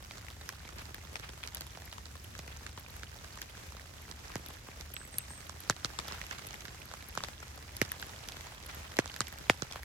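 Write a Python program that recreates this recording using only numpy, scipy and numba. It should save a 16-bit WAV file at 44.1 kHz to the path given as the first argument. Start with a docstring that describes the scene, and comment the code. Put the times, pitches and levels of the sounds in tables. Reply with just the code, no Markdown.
"""Rain in a bare wood

Heavy drips tap a taut cover close to the microphone and a small fire snaps nearby: layered damped rings and noise.
Fine drops patter on leaf litter as random clicks, amid rustling and soft swishes of cloth and leaves.
Behind lie a far hiss and a low rumble of coloured noise; a small bird trills once, high up, in gliding sines."""
import sys
import numpy as np
from scipy import signal
from scipy.fft import rfft, irfft
from scipy.io import wavfile
from scipy.ndimage import uniform_filter1d
from numba import njit

SR = 44100
rng = np.random.default_rng(int(sys.argv[2]) if len(sys.argv) > 2 else 0)


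def bounce(signal):
    """Save signal as a 16-bit WAV file at the path given by the first command-line argument."""
    frames = np.transpose(np.atleast_2d(signal))
    limited = np.clip(frames, -1, 1)
    pcm = np.round(limited * 32767).astype(np.int16)
    wavfile.write(sys.argv[1], SR, pcm)


N = 433924

# Close taps and snaps. Each row: start in seconds, reference level in dB, nominal ring pitch in Hz,
# then thump, knock, crack and top of the crack in dB re the reference, left minus right in dB.
CLOSE_TAPS = [(0.109, -31.5, 2460, -25, 6, -10, -32, -1.5), (0.283, -35, 2000, -23, -12, -14, -22, 11),
              (0.411, -37, 1620, -4, 8, -8.5, -27, -2.5), (0.49, -25.5, 1560, -17, -18, -9, -10, -1.5),
              (0.65, -37, 2340, -5, 8, -21, -25, 0), (0.854, -36.5, 5140, -6, -14, -10, -25, -4.5),
              (0.944, -33, 1670, -7, -11, -5, -3, 3), (1.1555, -25, 2110, -28, 4, -4, -26, 7.5),
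              (1.291, -38.5, 1610, 3, 3, 1, -22, 2), (1.4305, -30.5, 3500, -17, -3, -19, -25, -1),
              (1.436, -25, 2300, -26, -16, -12, -22, 3), (1.474, -30.5, 5240, -20, -20, -3.5, -13, -2),
              (1.546, -34, 2900, -21, -9, 1.5, 5, 3.5), (1.5615, -42, 1000, 2, 15, -16, -25, -2),
              (1.569, -35.5, 4840, -10, -18, 2.5, -23, 6), (1.608, -35.5, 2850, -2, 6, 3, 1, 3),
              (1.666, -44.5, 1000, -9, -6, -2, 1, 1.5), (1.772, -41.5, 1020, -2, 22, -2.5, -24, -1.5),
              (1.926, -29.5, 3000, -28, 4, -9, -18, -2.5), (1.981, -37.5, 990, -17, -19, -5, -24, 15),
              (2.056, -42.5, 1330, -6, -10, 5, -25, -2.5), (2.153, -38, 1150, -11, -5, -13, -29, 3),
              (2.351, -32.5, 1580, -15, -18, -10, -16, 3.5), (2.39, -28, 5100, -4.5, 3.5, -11, -22, -0.5),
              (2.478, -34, 2000, -2, -7, -15, -23, 1), (2.664, -28.5, 1580, -16, -16, -7, -24, -3),
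              (2.775, -34, 1060, -1, -14, -6, -25, 2.5), (3.032, -30.5, 1520, -7, -18, -7.5, -22, -2),
              (3.373, -36, 1120, -20, -12, -7, -29, -2.5), (3.416, -29, 1670, -15, -14, -2, -8, 3.5),
              (3.5015, -45, 2300, -10, -4, -8, -20, -4), (3.57, -44, 1300, -8, -8, -2.5, -22, -3),
              (3.795, -37, 1810, -11, -8, -13, -25, -3), (3.767, -38, 1150, -7, -6, -6, -13, -2.5),
              (4.112, -40.5, 1060, 1, -13, 4.5, -27, -2), (4.3, -38, 1070, 0, -6, -16, -18, 2.5),
              (4.355, -27, 1810, 6.5, 10, -4, -15, -1.5), (4.685, -38, 1130, 5.5, 11, -23, -23, 0),
              (4.809, -34, 2100, -16, -16, -4, -22, -5), (4.965, -25.5, 2800, -19, -19, -17, -26, -8.5),
              (5.183, -29.5, 4750, -8, -18, -5.5, 8, 1), (5.494, -34.5, 1200, -19, 12, -3, -24, -4.5),
              (5.6972, -12, 1460, -5, 5.5, -6.5, -33, 0), (5.846, -23, 1410, -2, -1, 1.5, -19, -1.5),
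              (5.988, -25, 1170, -5.5, -7, -0.5, -34, 8.5), (6.081, -23.5, 5100, -12, -6, -14, -21, 1),
              (6.121, -31.5, 1310, -0.5, -10, -1, -27, 2), (6.214, -28, 1950, -22, -19, -14.5, -25, -11),
              (6.31, -26.5, 1620, -13, -3, -13, -32, -6), (6.467, -34, 7400, -22, -12, -9, -11, -1),
              (6.541, -31, 1970, -22, -16, -11, -16, 8), (6.606, -39, 6400, -10, -14, -3, -16, -4.5),
              (6.652, -30.5, 1730, -20, -12, -11, -27, -3.5), (6.681, -34.5, 1630, -2, -7, -6, -29, -1.5),
              (6.913, -36, 1390, -11, 9, -6, -20, -2), (6.937, -37, 1220, -14, 18, -0.5, -26, -3),
              (7.151, -34.5, 1370, -8, -7, -1, -11, 5), (7.174, -22.5, 1170, -5.5, 12.5, -7.5, -25, -2),
              (7.204, -30.5, 1150, -8, -9, -14, -21, 3), (7.236, -31, 1150, -5, 14, 5, -13, 3),
              (7.284, -33, 1790, -9, 7, -6, -19, 8.5), (7.427, -33, 1400, -6, 4, -10, -25, 5),
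              (7.766, -47.5, 2490, -1, -8, 9, 13.5, 2), (7.815, -10.5, 1960, 0.5, -29, -12, -18, -2),
              (7.917, -27, 1720, -17, -17, -11, 0, 2.5), (7.997, -34, 4400, -13, 1, -4, -17, 8),
              (8.025, -26.5, 1520, -12, -5, -8, -34, -2.5), (8.286, -28, 2630, -17, -23, -7, -11.5, -1.5),
              (8.32, -33, 3300, -13, -18, -7, -18, 0), (8.367, -35.5, 1540, -1, -10, -4, -17, 4),
              (8.408, -35, 2260, -7, -10, -5, -10, 3), (8.663, -41, 2770, -12, -9, -5, 0, 1),
              (8.627, -41.5, 4850, -1, -8, 5, -17, 6.5), (8.711, -37, 5300, -14, -12, -9, -22, -1),
              (8.853, -45, 1100, 3, 0, -12, -25, 0), (8.892, -56, 1450, -10, -8, -1, -22, 0),
              (8.93, -41, 1300, -10, -4, -12, -25, -4), (8.938, -41, 1500, -10, -6, -12, -25, -2),
              (8.918, -37, 1640, -3, -10, -6, -17, -1), (8.968, -28.5, 2620, -11, 5, -5, -13, 4.5),
              (8.9873, -10, 1780, 4.5, 1, -11.5, -19.5, -2), (9.057, -34.5, 1530, -11, 15, -1.5, -25, -3),
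              (9.076, -35, 3500, -10, -15, -6, -20, 0.5), (9.097, -28.5, 2880, -14, -5, -29, -23, -2.5),
              (9.162, -29, 1790, -20, -8, -8, -17, -0.5), (9.205, -17, 1290, -6.5, -26, -4, -27, 1.5),
              (9.269, -32.5, 2670, -18, -18, -8.5, -22, -8.5), (9.281, -32.5, 2000, -20, -12, -8, -11, 0.5),
              (9.325, -34.5, 1720, -9, 4, -10, -10, 3.5), (9.4966, -5, 2210, -3, 8.5, -18.5, -27.5, 0.5),
              (9.621, -24.5, 1350, 3, -13, -5, -35, -5.5), (9.711, -33, 3580, -18, 9, -8, -23, 7),
              (9.723, -34.5, 2500, -15, -10, 3, -20, 2.5), (9.757, -31, 1120, -5, 13.5, -11, -19, -0.5),
              (9.831, -34, 1690, -17, -9, -10, -11, -1), (0.1705, -41, 1280, -2, -12, -6, -22, -5),
              (0.181, -43.5, 1360, -2, -10, 2, -22, 1), (0.2254, -44, 2170, -12, -13, -10, -22, -1),
              (0.2658, -39, 2050, -13, -10, -3.5, -16, 1), (0.3017, -37.5, 3540, -10, -10, -8, -16, 0),
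              (0.6893, -37, 1390, -5, -10, -7, -30, -5), (0.7836, -43.5, 1530, 1, -10, 4, -18, 4.5),
              (0.9807, -40, 1970, 2, -10, -7, -20, 0), (1.05, -43, 1110, 1, -10, -2.5, -11, -5),
              (1.1962, -35, 1650, -2.5, -10, -5, -16, -4), (1.4566, -36, 2050, -8, -8, -25, -24, -6),
              (1.7494, -35, 2400, -5, -10, -19, -25, -2.5), (1.8188, -37.5, 1710, -3, -7, -8, -26, -2),
              (1.8761, -38, 1970, -11, -12, -17, -22, -1), (2.9637, -41, 1490, -10, -10, -6, -10, -3.5),
              (3.244, -38, 1530, -13, -10, -10, -22, -4), (3.7214, -41, 1110, -7, -10, -5, -11, -3),
              (4.3181, -36, 2290, -7, -10, -12, -17, 0), (4.4448, -48, 2460, -10, -12, -12, -22, -9),
              (4.4608, -44, 1540, -8, -10, 4.5, -13, -2), (4.5057, -39.5, 1030, -5, -10, -13, -22, -1),
              (5.1412, -38.5, 1900, -1, -9, -5, -22, -3), (5.3048, -39.5, 942, 0, -10, -14, -22, -1.0),
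              (5.4051, -47, 1270, -10, -12, -10, -22, -13), (5.4665, -40, 2930, -7, -13, -14, -30, -7),
              (5.7633, -36, 3650, -16, -10, -7, -22, -2.5), (5.902, -37, 1640, -2, -10, -16, -22, -4),
              (6.0724, -34.5, 5140, -10, -10, -12, -15, -1.5), (6.102, -44, 3830, -10, -10, -13, -22, -5.5),
              (6.1114, -31, 1050, -10, -10, -23, -25, -8), (6.1464, -39, 1120, -10, -10, -13, -22, -1),
              (6.1823, -37, 1420, -10, -10, -15, -19, 1), (6.2387, -40, 1130, -10, -10, -1, -22, 3),
              (6.2652, -35, 2580, -16, -10, -10, -13, -4.5), (6.3274, -39.5, 1120, -16, -10, -5, -22, -2.5),
              (6.3844, -36.5, 1370, -8, -8, -2.5, -14, -2), (6.4193, -38, 1560, -14, -10, -7, -22, -3),
              (6.4487, -39.5, 2470, -1, -10, -4, -22, -5.5), (6.4867, -43, 3210, -7, -10, 2, -22, -3),
              (6.5071, -41, 1830, -4, -6, -0.5, -22, -9), (6.5291, -41, 2000, -12, -10, 1, -22, -1),
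              (6.8194, -40, 3070, -3, -10, -8, -18, -7), (6.9711, -41, 2040, -5, -10, -17, -18, 0),
              (7.0244, -36.5, 1920, -6, -10, -12, -18, 0), (7.4799, -45, 2010, -10, -10, -2, -16, -4),
              (7.6909, -40, 2180, -16, -10, -13, -22, 0), (7.8496, -31, 5280, -12, -10, -6, -20, -3),
              (8.093, -41, 1150, -14, -10, -3, -22, -1), (8.4682, -37, 974, -10, -10, -6, -18, -2.5),
              (9.0428, -36, 1530, -7, -10, -18, -26, -8), (9.1401, -34.5, 1470, -8, -6, -4, -22, -3.5),
              (9.3846, -38, 1390, -10, -10, -6, -13, -5.5), (9.5437, -44, 982, -2, -10, -12, -19, 0),
              (9.5731, -43, 1820, -13, -10, -2, -15, 1)]
# Bird notes. Each row: start in seconds, length in seconds, first, middle and last pitch in Hz, relative level in dB.
BIRD_NOTES = [(4.934, 0.12, 7900, 8240, 7880, -52.5), (5.113, 0.11, 8400, 8300, 8320, -54.5),
              (5.282, 0.12, 8400, 8330, 8100, -55.5)]
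# Tone colour of far rain, with a traffic-like rumble at the bottom. Each row: frequency in Hz, relative density in dB.
FAR_COLOUR = [(20, -26), (50, 1.5), (74, 7.5), (95, 0), (120, -3), (200, -11.5), (320, -16), (550, -21),
              (900, -21.5), (2050, -21.5), (4000, -27.5), (6300, -24.5), (8000, -29), (9600, -35),
              (11500, -31.5), (13200, -32), (15500, -69), (17000, -73)]
# Rustle of the rain cape and of leaves underfoot. Each row: time in seconds, relative level in dB.
RUSTLE_LEVEL = [(0.0, -54.5), (0.63, -53.5), (1.75, -54), (2.19, -58), (2.63, -53), (3.07, -55.5),
                (3.3, -52.5), (4.08, -54), (4.33, -47.5), (4.66, -54), (5.45, -53.5), (6.22, -46),
                (6.69, -50.5), (7.18, -48.5), (7.55, -54.5), (7.97, -49), (9.12, -49.5), (9.54, -48),
                (9.84, -50.5)]
# Soft swishes of cloth and leaves. Each row: start in seconds, relative level in dB.
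SWISH_HITS = [(.76, -37.5), (1.22, -39.5), (2.47, -38.5), (6.09, -33.5), (6.3, -37.5), (6.45, -45),
              (8.2, -45.5), (8.33, -39.5), (8.43, -42), (8.68, -38), (8.76, -45), (8.82, -43),
              (9.71, -36.5)]

SLAP_DB = -7  # a blow beyond this level rings louder but shorter
BOOM_FULL_DB = -15.5  # a thump beyond this level adds no more boom
WOOD_FULL_DB = -25  # a tap beyond this level adds no more wooden ring
LAG_S_PER_DB = -.00004  # the port that hears a tap louder hears it first
FAINT_PER_S, FAINT_LO_HZ, FAINT_OCTAVES = 6., 990, 2.5
FAR_DB, ALIKE_HZ = -51, 302  # far level; left and right largely agree below this frequency
BIRD_ATTACK_S, BIRD_FADE_DB = 0.012, -7  # fade over one note
SHADE_HZ, SHADE_OCTAVES, SHADE_DB = 5300, 0.67, -4.5  # centre, width, left minus right
TOP_HZ = 16600


def undb(db):
    """Turn decibels into an amplitude factor."""
    return 10 ** (np.asarray(db) / 20)


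def curve(rows):
    """Draw straight lines through rows of (seconds, value), one value per sample."""
    times_s, values = np.transpose(rows)
    return np.interp(np.arange(N) / SR, times_s, values)


def walk(rate):
    """Random levels held 1 / rate s and smoothed twice; spread near 1."""
    hold = int(SR / rate)
    steps = np.repeat(rng.standard_normal(N // hold + 1), hold)
    return 1.3 * uniform_filter1d(uniform_filter1d(steps, hold), hold)[:N]


@njit
def ring(out, start, hz, cycles, fall, size, swell):
    """Damped grains: each swells over `swell` turns, loses 1/e in `cycles` turns and sinks by `fall` a turn."""
    for k in range(len(start)):
        f, phase, gain, i = hz[k] / SR, 0., size[k], int(start[k] * SR)
        while abs(gain) > .003 * abs(size[k]) and i < len(out):
            if i >= 0:
                out[i] += gain * (1 - np.exp(-phase / swell)) ** 2 * np.sin(2 * np.pi * phase)
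            phase += f
            gain *= 1 - f / cycles[k]
            f *= 1 - f * fall
            i += 1


def grains(s, hz, db, pan_db, cycles, fall, lag_s, sign=0.98, swell=0.26):
    """Damped grains for both ports, panned by level; the left one hears them lag_s later."""
    out = np.zeros((2, N))
    hz = np.clip(hz, 40, .4 * SR)
    settings = np.broadcast_arrays(s, hz, db, pan_db, lag_s, sign, cycles)
    s, hz, db, pan_db, lag_s, sign, cycles = map(np.ravel, settings)
    for port, way in enumerate((.5, -.5)):
        size = sign * undb(db + way * pan_db)
        ring(out[port], s + way * lag_s, hz, cycles, fall, size, swell)
    return out


def burst(s, db, pan_db, lo_hz, hi_hz, spread_s, cycles, tilt_db, lag_s, count):
    """A cluster of tiny clicks for each event, spread over the octaves; tilt_db per octave."""
    chance = rng.random((len(s), count, 4))
    octave = np.log2(hi_hz / lo_hz) * (np.arange(count) + chance[..., 1]) / count
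    # most clicks come early, a few straggle
    start = s[:, None] - spread_s * np.log(.04 + .96 * chance[..., 0])
    level_db = db[:, None] + tilt_db * octave + 9 * (chance[..., 3] - .5)
    sign = np.sign(chance[..., 2] - .5)
    return grains(start, lo_hz * 2 ** octave, level_db, pan_db[:, None], cycles, 0., lag_s[:, None], sign)


def scatter(s, db, after_s, rise_s, fade_s, lo_hz, hi_hz):
    """A short swell of band-limited noise after each event, different left and right."""
    hits = np.zeros(N)
    np.add.at(hits, ((s + after_s) * SR).astype(int) % N, undb(2 * db))
    age = np.arange(int(.25 * SR)) / SR
    swell = (1 - np.exp(-age / rise_s)) ** 2 * np.exp(-2 * age / fade_s)
    power = signal.fftconvolve(hits, swell)[:N]
    band = signal.butter(2, [lo_hz, hi_hz], "bandpass", fs=SR, output="sos")
    return np.sqrt(np.abs(power)) * signal.sosfilt(band, rng.standard_normal((2, N)))


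def patter(per_s, level, scatter_db, lo_hz, hi_hz, spread_s, cycles, tilt_db, wide_db, count):
    """Clicks at random moments all around, a few much bigger than the rest; level holds rows of (s, dB)."""
    chance = rng.random((12000, 4))
    s = np.cumsum(-np.log(chance[:, 0])) / per_s
    size_db = np.minimum(-np.log(chance[:, 1]), 2.5) * scatter_db
    level_db = np.interp(s, *np.transpose(level)) + size_db
    pan_db = wide_db * (chance[:, 2] - .5) - 1.5
    lag_s = 0.00022 + .0008 * (chance[:, 3] - .5)
    heard = s < N / SR
    return burst(s[heard], level_db[heard], pan_db[heard], lo_hz, hi_hz, spread_s, cycles, tilt_db,
                 lag_s[heard], count)


def far():
    """Coloured noise for hiss and rumble; the hiss follows the rustle a little, the bass sits near the middle."""
    hz = np.maximum(np.fft.rfftfreq(N, 1 / SR), 1)
    colour_hz, colour_db = np.transpose(FAR_COLOUR)
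    colour = undb(np.interp(np.log(hz), np.log(colour_hz), colour_db))
    alike = 1 / (1 + (hz / ALIKE_HZ) ** 3.9) * .97
    mid = rfft(rng.standard_normal(N)) * colour * np.sqrt(1 + alike)
    side = rfft(rng.standard_normal(N)) * colour * np.sqrt(1 - alike)
    both = np.array([mid + side, mid - side])
    low, high = irfft(both * alike, N), irfft(both * (1 - alike), N)
    swell_db = 0.3 * (curve(RUSTLE_LEVEL) + 62) + 1.5 * walk(18)
    out = low * undb(.8 * walk(3)) + high * undb(swell_db)
    return out * undb(FAR_DB) / np.std(low + high)


def fine_drops():
    """Fine rain on leaf litter: a dense patter of very short, bright clicks."""
    return patter(700., [(0, -58.0)], 4.4, 1140.0, 17000.0, 0.00051,
                  cycles=0.45, tilt_db=5.5, wide_db=26, count=3)


def heavy_drops():
    """Heavier drops: a sparser patter of broad click clusters."""
    return patter(45., [(0, -53.5)], 3.4, 416.0, 14900.0, .0016,
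                  cycles=0.9, tilt_db=2.5, wide_db=18.5, count=10)


def leaf_drops():
    """Fat drops on single leaves: each rings briefly at its own pitch."""
    return patter(50., [(0, -50)], 4.7, 1570.0, 6900.0, .001,
                  cycles=2.73, tilt_db=0.7, wide_db=18, count=1)


def rustle():
    """Cape and leaves: crowded mid-range clicks that swell and ebb together."""
    clicks = patter(220., RUSTLE_LEVEL, 5.5, 616.0, 5500.0, 0.0033,
                    cycles=0.74, tilt_db=1.5, wide_db=7, count=5)
    return undb(-4.0) * clicks


def cape_ticks():
    """Single drips and creases of the cape: short dry ticks, in step with the rustle."""
    ticks = patter(110., RUSTLE_LEVEL, 2.35, 1180.0, 5400.0, .003,
                   cycles=2.15, tilt_db=1.5, wide_db=4, count=2)
    return undb(-1.0) * ticks


def faint_taps():
    """Fainter taps by chance, in rows like those of CLOSE_TAPS; low rings are the most common."""
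    chance = rng.random((200, 2))
    s = np.cumsum(-np.log(chance[:, 0])) / FAINT_PER_S
    # reference level, thump, knock, crack, top of the crack, left minus right, all in dB
    middle_db = np.array([-49.5, 6, -25, -14, -6, 2])
    spread_db = np.array([2.7, 3.7, 4, 2.8, 13, 6.5])
    levels = middle_db + spread_db * np.clip(rng.standard_normal((200, 6)), -2, 1.2)
    ring_hz = FAINT_LO_HZ * 2 ** (FAINT_OCTAVES * chance[:, 1] ** 2)
    return np.column_stack([s, levels[:, 0], ring_hz, levels[:, 1:]])[s < N / SR]


def taps(rows):
    """Bending waves in the cover carry treble fastest: crack first, then ring and knock, last a sinking thump."""
    s, db, ring_hz, thump_db, knock_db, crack_db, top_db, pan_db = np.transpose(rows)
    lag_s = np.clip(LAG_S_PER_DB * pan_db, -.0004, .0004)
    top = burst(s + 0.00038, db + top_db, pan_db, 10800.0, 12500.0, 0.0014,
                cycles=9.0, tilt_db=6.5, lag_s=.4 * lag_s, count=6)
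    crack = burst(s + .0005, db + crack_db, pan_db - 4.5, 3360.0, 8060.0, .0009,
                  cycles=2.35, tilt_db=2.0, lag_s=.7 * lag_s, count=6)
    hardest = db > SLAP_DB
    body = grains(s + 0.0009 + .0004 * hardest, 1.113 * ring_hz, db + 12.0 + 7.5 * hardest, pan_db,
                  cycles=1.2 - 0.41 * hardest, fall=0.045, lag_s=lag_s, sign=-0.85, swell=0.85)
    # a higher second ring leans to the other side
    second = grains(s + 0.001927, 1.28 * ring_hz, db - 14.5, -pan_db,
                    cycles=3.8, fall=0.073, lag_s=0.00028, swell=0.79)
    after = grains(s + 0.0087, 0.92 * ring_hz, db - 19.0, pan_db + 1.0,
                   cycles=2.6, fall=0.033, lag_s=lag_s)
    knock = grains(s + 0.00189, 1250.0, db + knock_db, pan_db, cycles=0.45, fall=0.6, lag_s=0.0001)
    thump = grains(s + 0.0027, 600.0, db + thump_db + 2.5, pan_db - 1.0,
                   cycles=0.64, fall=0.47, lag_s=0.00039)
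    boom_db = np.minimum(db + thump_db, BOOM_FULL_DB) - 4.5
    boom = grains(s + 0.0045, 185.0, boom_db, pan_db, cycles=0.95, fall=0.25, lag_s=0.00022)
    # a few chance wooden modes ring on for some milliseconds
    wood = burst(s + 0.001253, np.minimum(db, WOOD_FULL_DB) - 16.5, pan_db, 874.0, 3360.0, 0.001475,
                 cycles=2.13, tilt_db=6.5, lag_s=lag_s, count=4)
    # spray and the echo off the ground follow
    spray = scatter(s, db + crack_db + 0.5, 0.0085, 0.0011, 0.0037, 250.0, 5100.0)
    # a faint noisy tail runs under the tap from its start
    tail = scatter(s, db - 19.0, 0.00081, 0.00096, 0.012, 270.0, 5000.0)
    return top + crack + body + second + wood + after + knock + thump + boom + spray + tail


def swishes():
    """Cloth and leaves brush past: soft noise swells with a slower, fainter treble, roughened in level."""
    s, db = np.transpose(SWISH_HITS)
    brush = scatter(s, db, .001, 0.012, 0.049, 620.0, 3100.0)
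    air = scatter(s, db - 20.5, .001, 0.029, 0.079, 5200.0, 17000.0)
    return (brush + air) * undb(4.9 * walk(90))  # uneven, grainy level


def bird():
    """Three thin warbling notes that swell fast and fade, smeared by echoes among the trunks."""
    t = np.arange(N) / SR
    tone, warble = 0, 1 + 0.016 * walk(300)
    for s, length_s, first_hz, mid_hz, last_hz, db in BIRD_NOTES:
        part = (t - s) / length_s
        hz = np.interp(part, [0, .5, 1], [first_hz, mid_hz, last_hz]) * warble
        edge = np.clip(np.minimum(t - s, s + length_s - t) / BIRD_ATTACK_S, 0, 1)
        level = undb(db + BIRD_FADE_DB * np.clip(part, 0, 1))
        tone = tone + np.sin(2 * np.pi * np.cumsum(hz) / SR) * edge * level
    tone = tone * undb(3 * walk(140))  # ragged level
    age = t[:int(.3 * SR)]
    trunks = rng.standard_normal((2, len(age))) * np.exp(-age / 0.037)
    trunks = trunks / np.sqrt(np.sum(trunks ** 2, axis=1, keepdims=True))
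    return 0.5 * tone + 1.8 * signal.fftconvolve(tone[None], trunks, axes=1)[:, :N]


def scene():
    """Lay the close sounds and the bird over the rain."""
    rain = far() + fine_drops() + heavy_drops() + leaf_drops()
    cape = rustle() + cape_ticks()
    tapping = taps(np.vstack([CLOSE_TAPS, faint_taps()]))
    return rain + cape + tapping + swishes() + bird()


def record(dry):
    """The left port is shaded in the low treble; the recorder cuts the top."""
    hz = np.maximum(np.fft.rfftfreq(N, 1 / SR), 1)
    octaves = np.log2(hz / SHADE_HZ) / SHADE_OCTAVES
    shade_db = np.array([[.5], [-.5]]) * SHADE_DB * np.exp(-octaves ** 2)
    shaded = irfft(rfft(dry) * undb(shade_db), N)
    return signal.sosfilt(signal.ellip(10, .2, 80, TOP_HZ, fs=SR, output="sos"), shaded)


dry = scene()
out = record(dry)
bounce(out)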